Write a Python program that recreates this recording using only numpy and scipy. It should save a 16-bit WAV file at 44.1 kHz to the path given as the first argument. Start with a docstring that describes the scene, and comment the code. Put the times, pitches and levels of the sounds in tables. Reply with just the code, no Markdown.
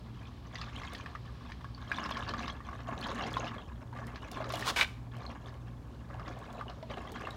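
"""Oil poured through a funnel

Used oil trickles from a plastic pan through a funnel into a jug: enveloped bubble swarms, plops and droplets.
Later a shoe drags in three strokes over gritty concrete and lands with a sharp knock: noise through resonances.
Two distant machines, probably air conditioners, hum and beat as detuned sines over rumble, air and hiss.
The garage answers faintly with a few echoes and a decaying noise tail."""
import sys
import numpy as np
from scipy import signal
from scipy.fft import rfft, irfft, next_fast_len
from scipy.io import wavfile
from scipy.ndimage import uniform_filter1d, map_coordinates

SR = 44100
rng = np.random.default_rng(int(sys.argv[2]) if len(sys.argv) > 2 else 0)


def wrap_up_sound(samples):
    """Save the sound to the file named by the first command line argument, as 16-bit audio."""
    columns = np.atleast_2d(samples).T
    # keep every value between -1 and 1, then stretch to whole-number steps
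    tamed = np.clip(columns, -1, 1)
    steps = np.round(tamed * 32767).astype(np.int16)
    wavfile.write(sys.argv[1], SR, steps)


N = 324576  # samples

# Levels in tables are relative unless a reference is given.
# distant rumble, soft outdoor air: hz, level_db
RUMBLE_SPECTRUM = [(20, -58), (33, -19), (45, 1.5), (56, -4.5), (67, 8.5), (78, 2), (96, 0), (110, 2),
                   (135, -4), (170, -3.5), (200, -8), (230, -2.5), (330, -13), (600, -51.5)]
AIR_SPECTRUM = [(210, -53), (350, 0), (600, -5), (1050, -5.5), (1400, -12), (2300, -22), (4500, -26),
                (7000, -29), (10000, -37.5), (12000, -36), (16000, -64)]
# high outdoor hiss, perhaps insects: time_s, level_db
HISS_LEVELS = [(0, -68.5), (1.5, -66), (2.7, -73), (3.7, -93), (7.36, -67)]
# its colour: hz, level_db
HISS_SPECTRUM = [(1200, -14), (2200, 1.5), (3300, 2), (4200, 1.5), (5500, -4.5), (7000, -30),
                 (9000, -43), (14000, -53)]
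# hum swell: time_s, gain_db
HUM_GAIN = [(2.6, -3), (3.3, 0.5), (5.8, 0.5), (7.2, -4.0)]

# spurts of oil leaving the pan: start_s, length_s, strength_db, fizz_share_db
SPURTS = [(0.14, 0.083, -63, -2), (0.43, 0.03, -61, -9), (0.51, 0.16, -55, 0.5), (0.736, 0.13, -53, -1.5),
          (0.883, 0.083, -51, -1.5), (1.014, 0.061, -55.5, -9), (1.237, 0.024, -59, -1.5),
          (1.389, 0.1, -59.5, -4.5), (1.8, 0.058, -56.5, -6), (1.86, 0.035, -49, -6),
          (1.91, 0.56, -45, -6.5), (2.634, 0.2, -56, -8.5), (2.853, 0.061, -46, -12),
          (2.954, 0.5, -45.5, -5), (3.427, 0.14, -50, -8), (3.787, 0.03, -67, -23),
          (3.931, 0.24, -54, -10.5), (4.204, 0.053, -51, -4), (4.3, 0.14, -46.5, -9.5),
          (4.473, 0.23, -49.5, -1.5), (5.112, 0.16, -56, -4.5), (5.214, 0.11, -53, -9.5),
          (5.4, 0.07, -61, -1), (6.072, 0.2, -56, -21), (6.242, 0.053, -50.5, -7.5),
          (6.344, 0.36, -55.5, -10.5), (6.88, 0.4, -53, -4.5), (7.113, 0.18, -49, -7.5)]
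# release: time to die by 60 dB
SPURT_ATTACK_S, SPURT_SWELL_DB_PER_S, SPURT_RELEASE_S = 0.026, 0.5, 0.37
# thread of oil running on between spurts
DRIBBLE_DB, DRIBBLE_FIZZ_DB, DRIBBLE_SWING_DB = -66, -8, 1
# lumps in the stream
LUMP_SWING_DB, LUMPS_PER_S = 2.5, 70
# air booming in the jug: level at full stream, full-stream strength, dB gained per dB of flow
BOOM_DB, FULL_STREAM_DB, BOOM_DB_PER_FLOW_DB = -48, -44.5, 1.24
# flecks of oil spat against the funnel; level relative to the fizz
FLECKS_PER_S, FLECK_DB = 45, -22.5
# share of large bubbles, mostly growing as oil pools in the funnel: time_s, share_db
GURGLE_SHARE = [(0.6, -9.5), (2.6, -7), (3.3, -2), (4.0, -5), (4.5, -1), (7.3, 1)]
# stream colours: hz, level_db
GURGLE_SPECTRUM = [(150, -28), (260, -10), (480, -4.5), (700, 0), (950, -3.5), (1400, -19), (3000, -60)]
FIZZ_SPECTRUM = [(1200, 4), (2300, -3.5), (3400, -2.5), (4800, -9.5), (6900, -6), (8000, -28.5),
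                 (11000, -35), (16000, -33)]
BOOM_SPECTRUM = [(150, -2.5), (215, 2.5), (242, 7.5), (290, 2.0), (360, -10.5), (600, -53.5)]
BABBLE_TREBLE = [(2500, -24), (8000, -11)]
FLECK_SPECTRUM = [(3000, -11), (8000, 3), (16000, -16.5)]
# funnel and jug cavity resonances: hz, width_hz, level_db
CAVITY_MODES = [(700, 29, -3.5), (1114, 117, 2), (1700, 46, -3.5), (2094, 60, -3.5)]
# large bubbles bursting in the funnel: start_s, level_db, nominal_pitch_hz, spatter_db (relative to level)
PLOPS = [(0.555, -32, 1970, -7.5), (0.614, -32.5, 1230, -6.5), (0.817, -37, 1180, -12),
         (0.949, -34.5, 1840, -6), (1.06, -32, 1770, -19), (1.151, -29.5, 1235, -22),
         (1.519, -36, 1790, -9.5), (1.609, -41.5, 1136, -24), (1.644, -32, 1120, -24),
         (1.778, -39, 1110, -18), (1.916, -18.5, 1640, -31), (1.984, -25, 1065, -24),
         (2.033, -32, 1240, -16), (2.059, -27, 1080, -15), (2.11, -27, 1090, -12), (2.169, -27, 1082, -10),
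         (2.29, -28, 1130, -9), (2.337, -25, 1180, -20), (2.479, -28.5, 1110, -9.5),
         (2.604, -35.5, 1150, -39), (2.688, -32.5, 1126, -32), (2.729, -33.5, 1130, -27),
         (2.887, -28, 688, -34), (3.115, -29, 1100, -36), (3.368, -20.5, 1050, -26),
         (3.583, -35.5, 1100, -34), (3.717, -41.5, 1010, -31), (3.928, -37, 950, -39),
         (3.963, -35, 1150, -43), (4.158, -36.5, 1680, -9), (4.404, -28.5, 633, -35),
         (4.442, -33, 1280, -13), (4.502, -27.5, 1117, -14), (4.537, -27.5, 683, -10),
         (4.625, -25, 1840, -24), (5.311, -38, 1080, -35), (6.102, -38.5, 1200, -41),
         (6.196, -34, 1245, -22), (6.278, -34.5, 1120, -16), (6.61, -28, 1184, -45),
         (6.697, -36, 690, -11.5), (6.827, -34, 646, -17.5), (6.903, -36, 1145, -23),
         (6.972, -34, 770, -26), (7.271, -26.5, 1150, -45)]
PLOP_PITCH_SCALE = 0.979
# clearest small ringing droplets: start_s, level_db, pitch_hz
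DROPLETS = [(0.6136, -23, 4400), (0.763, -24.5, 3140), (1.7478, -28, 4530), (1.9454, -25, 3470),
            (2.0402, -22.5, 5270), (2.122, -21, 3300), (2.2874, -27, 4380), (2.5, -22, 3310),
            (3.014, -25, 4350), (3.21, -23, 2820), (3.34, -20.5, 3390), (3.3985, -24, 6500),
            (3.5825, -29, 3300), (5.2648, -24.5, 4230), (6.6817, -27.5, 2940), (7.2512, -25.5, 2760),
            (7.308, -27, 3860)]
# dry ticks of grit and plastic: start_s, level_db
TICKS = [(0.9342, -45), (2.106, -47), (3.01, -47.5), (3.07, -50), (3.331, -46), (4.0686, -46),
         (4.3152, -40.5), (4.492, -45), (4.5225, -37.5), (5.167, -55), (6.3893, -53), (6.528, -50.5),
         (7.1188, -44), (7.2103, -53), (7.306, -50)]

# sole drags: start_s, length_s, rise_s, rub_db, shake_db
DRAGS = [(4.468, 0.18, 0.18, -48, -72), (4.646, 0.058, 0.037, -31, -56),
         (4.759, 0.073, 0.0032, -34.5, -32.5)]
# time to die by 60 dB: drag, then the rustle of loose sand and shoe
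DRAG_RELEASE_S, SETTLE_S = 0.049, 0.46
# rustle relative to the drag
RUB_SETTLE_DB, SHAKE_SETTLE_DB = -15.5, -14
# colour of the rubbing sole: hz, level_db
SOLE_SPECTRUM = [(100, -15), (400, -7.5), (750, -2), (1100, 4), (2000, -9), (3700, -3.5), (5000, -9),
                 (8000, -16.5), (11000, -23.5), (16000, -27)]
# sole peeling off loose grit
PEEL_S, PEEL_LENGTH_S, PEEL_DB, PEEL_GRAINS_PER_S = 4.52, 0.091, -52.5, 180
# colour of those grains: hz, level_db
PEEL_SPECTRUM = [(600, -11), (2500, 1), (8000, -2.5), (16000, -9)]
# shoe landing: start_s, level_db
KNOCKS = [(4.8107, -13.5), (4.825, -24.5), (4.8443, -28.5)]
# resonances of the landing: hz, width_hz, level_db
KNOCK_MODES = [(1060, 200, -20), (1540, 130, -2), (2320, 210, 2.5), (2990, 130, -1.5), (3630, 410, -8)]

# garage decay: hz, t60_s
GARAGE_DECAY = [(200, 0.17), (2000, 0.13), (10000, 0.16)]
# walls of jugs and garage: delay_s, level_db
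ECHOES = [(.0052, -36.5), (0.0127, -18.5), (0.0225, -20.5)]
TOP_HZ = 15900


def amp(db):
    """Decibels to gain."""
    return 10 ** (np.asarray(db) / 20)


def unit(x):
    """Scale to rms 1."""
    return x / np.sqrt(np.mean(x ** 2) + 1e-20)


def along(points, hz):
    """Interpolate (hz, value) points on a log-frequency axis."""
    f, v = np.transpose(points)
    return np.interp(np.log(hz + 1), np.log(f), v)


def curves(rows):
    """One value per sample for each column after the time."""
    s, *cols = np.transpose(rows)
    return [np.interp(np.arange(N) / SR, s, c) for c in cols]


def wobble(knots_per_s):
    """Smooth random curve."""
    knots = rng.standard_normal(int(N * knots_per_s / SR) + 4)
    return map_coordinates(knots, [np.arange(N) * knots_per_s / SR])


def filtered(x, response):
    """Apply a complex frequency response."""
    m = next_fast_len(N + SR // 2)
    return irfft(rfft(x, m) * response(np.fft.rfftfreq(m, 1 / SR)), m)[:N]


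def coloured(x, spectrum):
    """Shape x by a spectrum, at rms 1."""
    return unit(filtered(x, lambda hz: amp(along(spectrum, hz))))


def noise(spectrum):
    """Coloured noise of rms 1."""
    return coloured(rng.standard_normal(N), spectrum)


def bandpassed(x, order, low_hz, high_hz):
    """Butterworth band-pass."""
    sos = signal.butter(order, [low_hz, high_hz], "bandpass", fs=SR, output="sos")
    return signal.sosfilt(sos, x)


def add(track, s, sound):
    """Mix a sound into a track at a time."""
    part = track[max(round(s * SR), 0):][:len(sound)]
    part += sound[:len(part)]


def resonances(modes, hz):
    """Causal response of (hz, width_hz, level_db) modes, alternating in sign."""
    total = 0
    for k, (centre, width, db) in enumerate(modes):
        damping = 1j * hz * width
        total = total + (-1) ** k * amp(db) * damping / (centre * centre - hz * hz + damping)
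    return total


def cavity(hz):
    """Response of the air in the funnel and the jug's neck."""
    return resonances(CAVITY_MODES, hz)


def envelope(s, length, attack, release, swell_db_per_s=0):
    """Linear rise, swell until length, then die by 60 dB in the release time."""
    t = np.arange(N) / SR - s
    swell_db = swell_db_per_s * np.clip(t, 0, length)
    fall_db = 60 * np.clip((t - length) / release, 0, 2)
    return np.clip(t / attack, 0, 1) * amp(swell_db - fall_db)


def cracks(per_s, t60):
    """Tiny noise bursts at random moments."""
    t = np.arange(SR // 50) / SR
    hits = (rng.random(N) < per_s / SR) * rng.uniform(0.5, 1, N)
    return signal.fftconvolve(hits, amp(-60 * t / t60))[:N] * rng.standard_normal(N)


def bubble(t, hz, cycles, glide, onset):
    """Ringing bubble: swells over onset cycles, glides from hz to hz * (1 + glide), dies by 1/e in cycles."""
    turns = hz * t
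    phase = turns + glide * (turns - cycles * (1 - np.exp(-turns / cycles)))
    return np.sin(2 * np.pi * phase) * np.exp(-turns / cycles) * (1 - np.exp(-turns / onset))


def swarm(per_s, centre_hz, spread, cycles, glide, size_db):
    """Bubbles of random pitch, life and size in clumps averaging four, levelled over a fifth of a second."""
    count = int(per_s * N / SR)
    clump = rng.random(N // 40)
    place, life, lag = rng.random((count, 3), dtype=np.float32).T[:, :, None]
    clump_index = (place * count / 4).astype(int) % len(clump)
    when = clump[clump_index] * N + .022 * SR * lag ** 2
    pitch, size = np.clip(rng.standard_normal((count, 2), dtype=np.float32), -2, 2).T[:, :, None]
    index = np.arange(SR // 80)
    hz = np.minimum(centre_hz * np.exp(spread * pitch), SR / 3)
    lives = cycles * 4 ** (life - .5)
    grains = amp(size_db * size) * bubble(np.float32(index / SR), hz, lives, glide, onset=0.22)
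    x = np.bincount((when.astype(int) + index).ravel(), grains.ravel(), N)[:N]
    power = np.abs(uniform_filter1d(x * x, SR // 5))
    return x / np.sqrt(power + 1e-9)


def machines(hum_hz=118.65, beat_hz=1.805, shaft_hz=58.3):
    """Two motors run a little apart in speed, so their hums beat."""
    t = np.arange(N) / SR
    phase = 2 * np.pi * hum_hz * t + 0.21 * wobble(2.89)
    beat = 2 * np.pi * beat_hz * (t - .1)
    hum = amp(-48.0) * np.sin(phase) + amp(-51.0) * np.sin(phase + beat)
    shaft = amp(-51.0 + 1.6 * wobble(7.4)) * np.sin(2 * np.pi * shaft_hz * t + .5 * wobble(1.4))
    overtone = amp(-64.0) * np.sin(2 * phase + wobble(4.2))
    hum_db, = curves(HUM_GAIN)
    return amp(hum_db) * hum + shaft + overtone


def outdoors():
    """Distant rumble, soft air and a high hiss, each as coloured noise."""
    rumble = amp(-48.5) * noise(RUMBLE_SPECTRUM)
    air = noise(AIR_SPECTRUM) * amp(-60.5 + 0.37 * wobble(3.3))
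    hiss_db, = curves(HISS_LEVELS)
    return rumble + air + amp(hiss_db) * noise(HISS_SPECTRUM)


def pouring():
    """Gains of the stream and of its fizz: lumpy spurts over a thin dribble."""
    dribble = amp(DRIBBLE_DB + DRIBBLE_SWING_DB * wobble(12))
    flow, froth = np.zeros((2, N))
    for s, length, db, fizz_db in SPURTS:
        spurt = amp(db) * envelope(s, length, SPURT_ATTACK_S, SPURT_RELEASE_S, SPURT_SWELL_DB_PER_S)
        flow = np.maximum(flow, spurt)
        froth = np.maximum(froth, amp(fizz_db) * spurt)
    lumps = amp(LUMP_SWING_DB * wobble(LUMPS_PER_S))
    return lumps * (flow + dribble), lumps * (froth + amp(DRIBBLE_FIZZ_DB) * dribble)


def stream():
    """The stream folds air into the oil: boom and gurgles in the jug, babble in the funnel, fizz on the surface."""
    flow, froth = pouring()
    boom_gain = amp(BOOM_DB) * (flow / amp(FULL_STREAM_DB)) ** BOOM_DB_PER_FLOW_DB
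    boom = boom_gain * noise(BOOM_SPECTRUM)

    gurgle_db, = curves(GURGLE_SHARE)
    large = swarm(per_s=500, centre_hz=577.7, spread=0.453, cycles=2.9, glide=0.057, size_db=3.5)
    gurgle = amp(gurgle_db) * coloured(large, GURGLE_SPECTRUM)

    pops = swarm(per_s=800, centre_hz=1419, spread=0.312, cycles=1.48, glide=0.045, size_db=3.0)
    babble = unit(unit(filtered(pops, cavity)) + amp(-5.5) * coloured(pops, BABBLE_TREBLE))

    crackle = swarm(per_s=700, centre_hz=3700, spread=.38, cycles=7, glide=.004, size_db=7)
    snaps = unit((rng.random(N) < 900 / SR) * rng.standard_normal(N))  # thin oil films
    fizz = coloured(crackle + amp(-9.0) * snaps, FIZZ_SPECTRUM)
    flecks = amp(FLECK_DB) * coloured(cracks(FLECKS_PER_S, t60=0.013), FLECK_SPECTRUM)
    return boom + flow * (gurgle + amp(-0.5) * babble) + froth * (fizz + flecks)


def wall_echoes(x):
    """Delayed, weaker copies from hard walls."""
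    return sum(amp(db) * np.pad(x, (round(delay * SR), 0))[:N] for delay, db in ECHOES)


def garage(x):
    """Reverberant noise tail, 5 ms late; each frequency dies at its own speed."""
    hz, t, z = signal.stft(rng.standard_normal(SR // 2), SR, nperseg=256)
    fade = amp(-60 * t / along(GARAGE_DECAY, hz)[:, None])
    tail = signal.istft(z * fade, SR, nperseg=256)[1]
    return signal.fftconvolve(x, np.pad(tail, (SR // 200, 0)) / np.linalg.norm(tail))[:N]


def plops():
    """Thick oil damps large bubbles quickly; each sheds a smaller one, rings the funnel and throws a spatter."""
    rings, bursts, spray = np.zeros((3, N))
    t = np.arange(SR // 12) / SR
    splutter = (amp(-60 * t / .03) + amp(-12 - 60 * t / .06)) * (1 - np.exp(-t / .0005))
    for s, db, hz, spatter_db in PLOPS:
        lag, smaller = rng.random(2)
        main = bubble(t, hz * PLOP_PITCH_SCALE, cycles=5.5, glide=0.031, onset=0.4)
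        shed = bubble(t, hz * (1.2 + .5 * smaller), cycles=5.3, glide=0.025, onset=0.5)
        add(rings, s, amp(db - 1.0) * main)
        add(rings, s + .008 * lag, amp(db - 7.5) * shed)
        add(bursts, s, amp(db - 13.5) * splutter * rng.choice([-1., 1.], len(t)))
        add(spray, s, amp(db + spatter_db + 7.5) * splutter * rng.standard_normal(len(t)))
    wet = bandpassed(bursts, 3, 500, 2600)
    spatter = bandpassed(spray, 4, 2200, 5200)
    return rings + amp(5.5) * wet + spatter + amp(12.5) * filtered(bursts, cavity)


def droplets():
    """Tiny bubbles ring high and clear, sinking slightly in pitch."""
    track, t = np.zeros(N), np.arange(SR // 20) / SR
    for s, db, hz in DROPLETS:
        add(track, s, amp(db - 10.0) * bubble(t, hz, cycles=10.0, glide=-0.011, onset=0.85))
    return track


def ticks():
    """Short broad cracks with a faint scatter behind them."""
    track, t = np.zeros(N), np.arange(SR // 20) / SR
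    fade = amp(-60 * t / .009) + amp(-14 - 60 * t / .05)
    onset = 1 - np.exp(-t / 0.00022)
    for s, db in TICKS:
        add(track, s, amp(db + 6) * fade * onset * rng.standard_normal(len(t)))
    return bandpassed(track, 1, 1800, 7500)


def dragging():
    """Gains of the sole's rub and of the shaking it gives the shoe, over all drags."""
    rub, shaking = np.zeros((2, N))
    for s, length, rise, db, shake_db in DRAGS:
        stroke = envelope(s, length, rise, DRAG_RELEASE_S)
        settle = envelope(s, length, rise, SETTLE_S)
        rub += amp(db) * np.maximum(stroke, amp(RUB_SETTLE_DB) * settle)
        shaking += amp(shake_db) * np.maximum(stroke, amp(SHAKE_SETTLE_DB) * settle)
    return rub, shaking


def peel():
    """Single grains of grit crack as the sole rolls off them."""
    grit = coloured(cracks(PEEL_GRAINS_PER_S, t60=0.0052), PEEL_SPECTRUM)
    return amp(PEEL_DB) * envelope(PEEL_S, PEEL_LENGTH_S, .01, DRAG_RELEASE_S) * grit


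def knocks():
    """Each blow of the landing: a hard first contact, then a decaying crunch of random signs."""
    blows, t = np.zeros(N), np.arange(SR // 12) / SR
    fade = amp(-3.0 - 60 * t / 0.022) + amp(-13 - 60 * t / 0.061)
    for s, db in KNOCKS:
        crunch = fade * rng.choice([-1., 1.], len(t))
        crunch[0] = amp(13)  # first contact
        add(blows, s, amp(db) * crunch)
    return blows


def shoe():
    """Sand crunches under the dragging sole; shaking and landing blows excite the same resonances."""
    grit = (rng.random(N) < 3500 / SR) * rng.standard_normal(N)
    rub, shaking = dragging()
    drag = rub * coloured(unit(grit) + amp(-1.0) * rng.standard_normal(N), SOLE_SPECTRUM)
    shake = rng.standard_normal(N)

    def body(hz):
        """Landing modes with a treble roll-off."""
        return resonances(KNOCK_MODES, hz) / (1 + (hz / 7000) ** 2)

    ringing = filtered(knocks() + shaking * shake, body) / np.std(filtered(shake, body))
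    return peel() + drag + ringing


def scene():
    """Oil and shoe in front of the garage, over the outdoor background."""
    background = machines() + outdoors()
    oil = stream() + plops() + droplets() + ticks()
    step = shoe()
    room = garage(amp(-11) * oil + amp(-19.5) * step)
    return (background + oil + wall_echoes(oil) + step + room)[None]


def record(dry):
    """Roll off the deepest bass (-6 dB at 26 Hz) and cut everything from TOP_HZ up."""
    return filtered(dry[0], lambda hz: (hz < TOP_HZ) * hz ** 4 / (hz ** 4 + 26 ** 4))[None]


dry = scene()
out = record(dry)
wrap_up_sound(out)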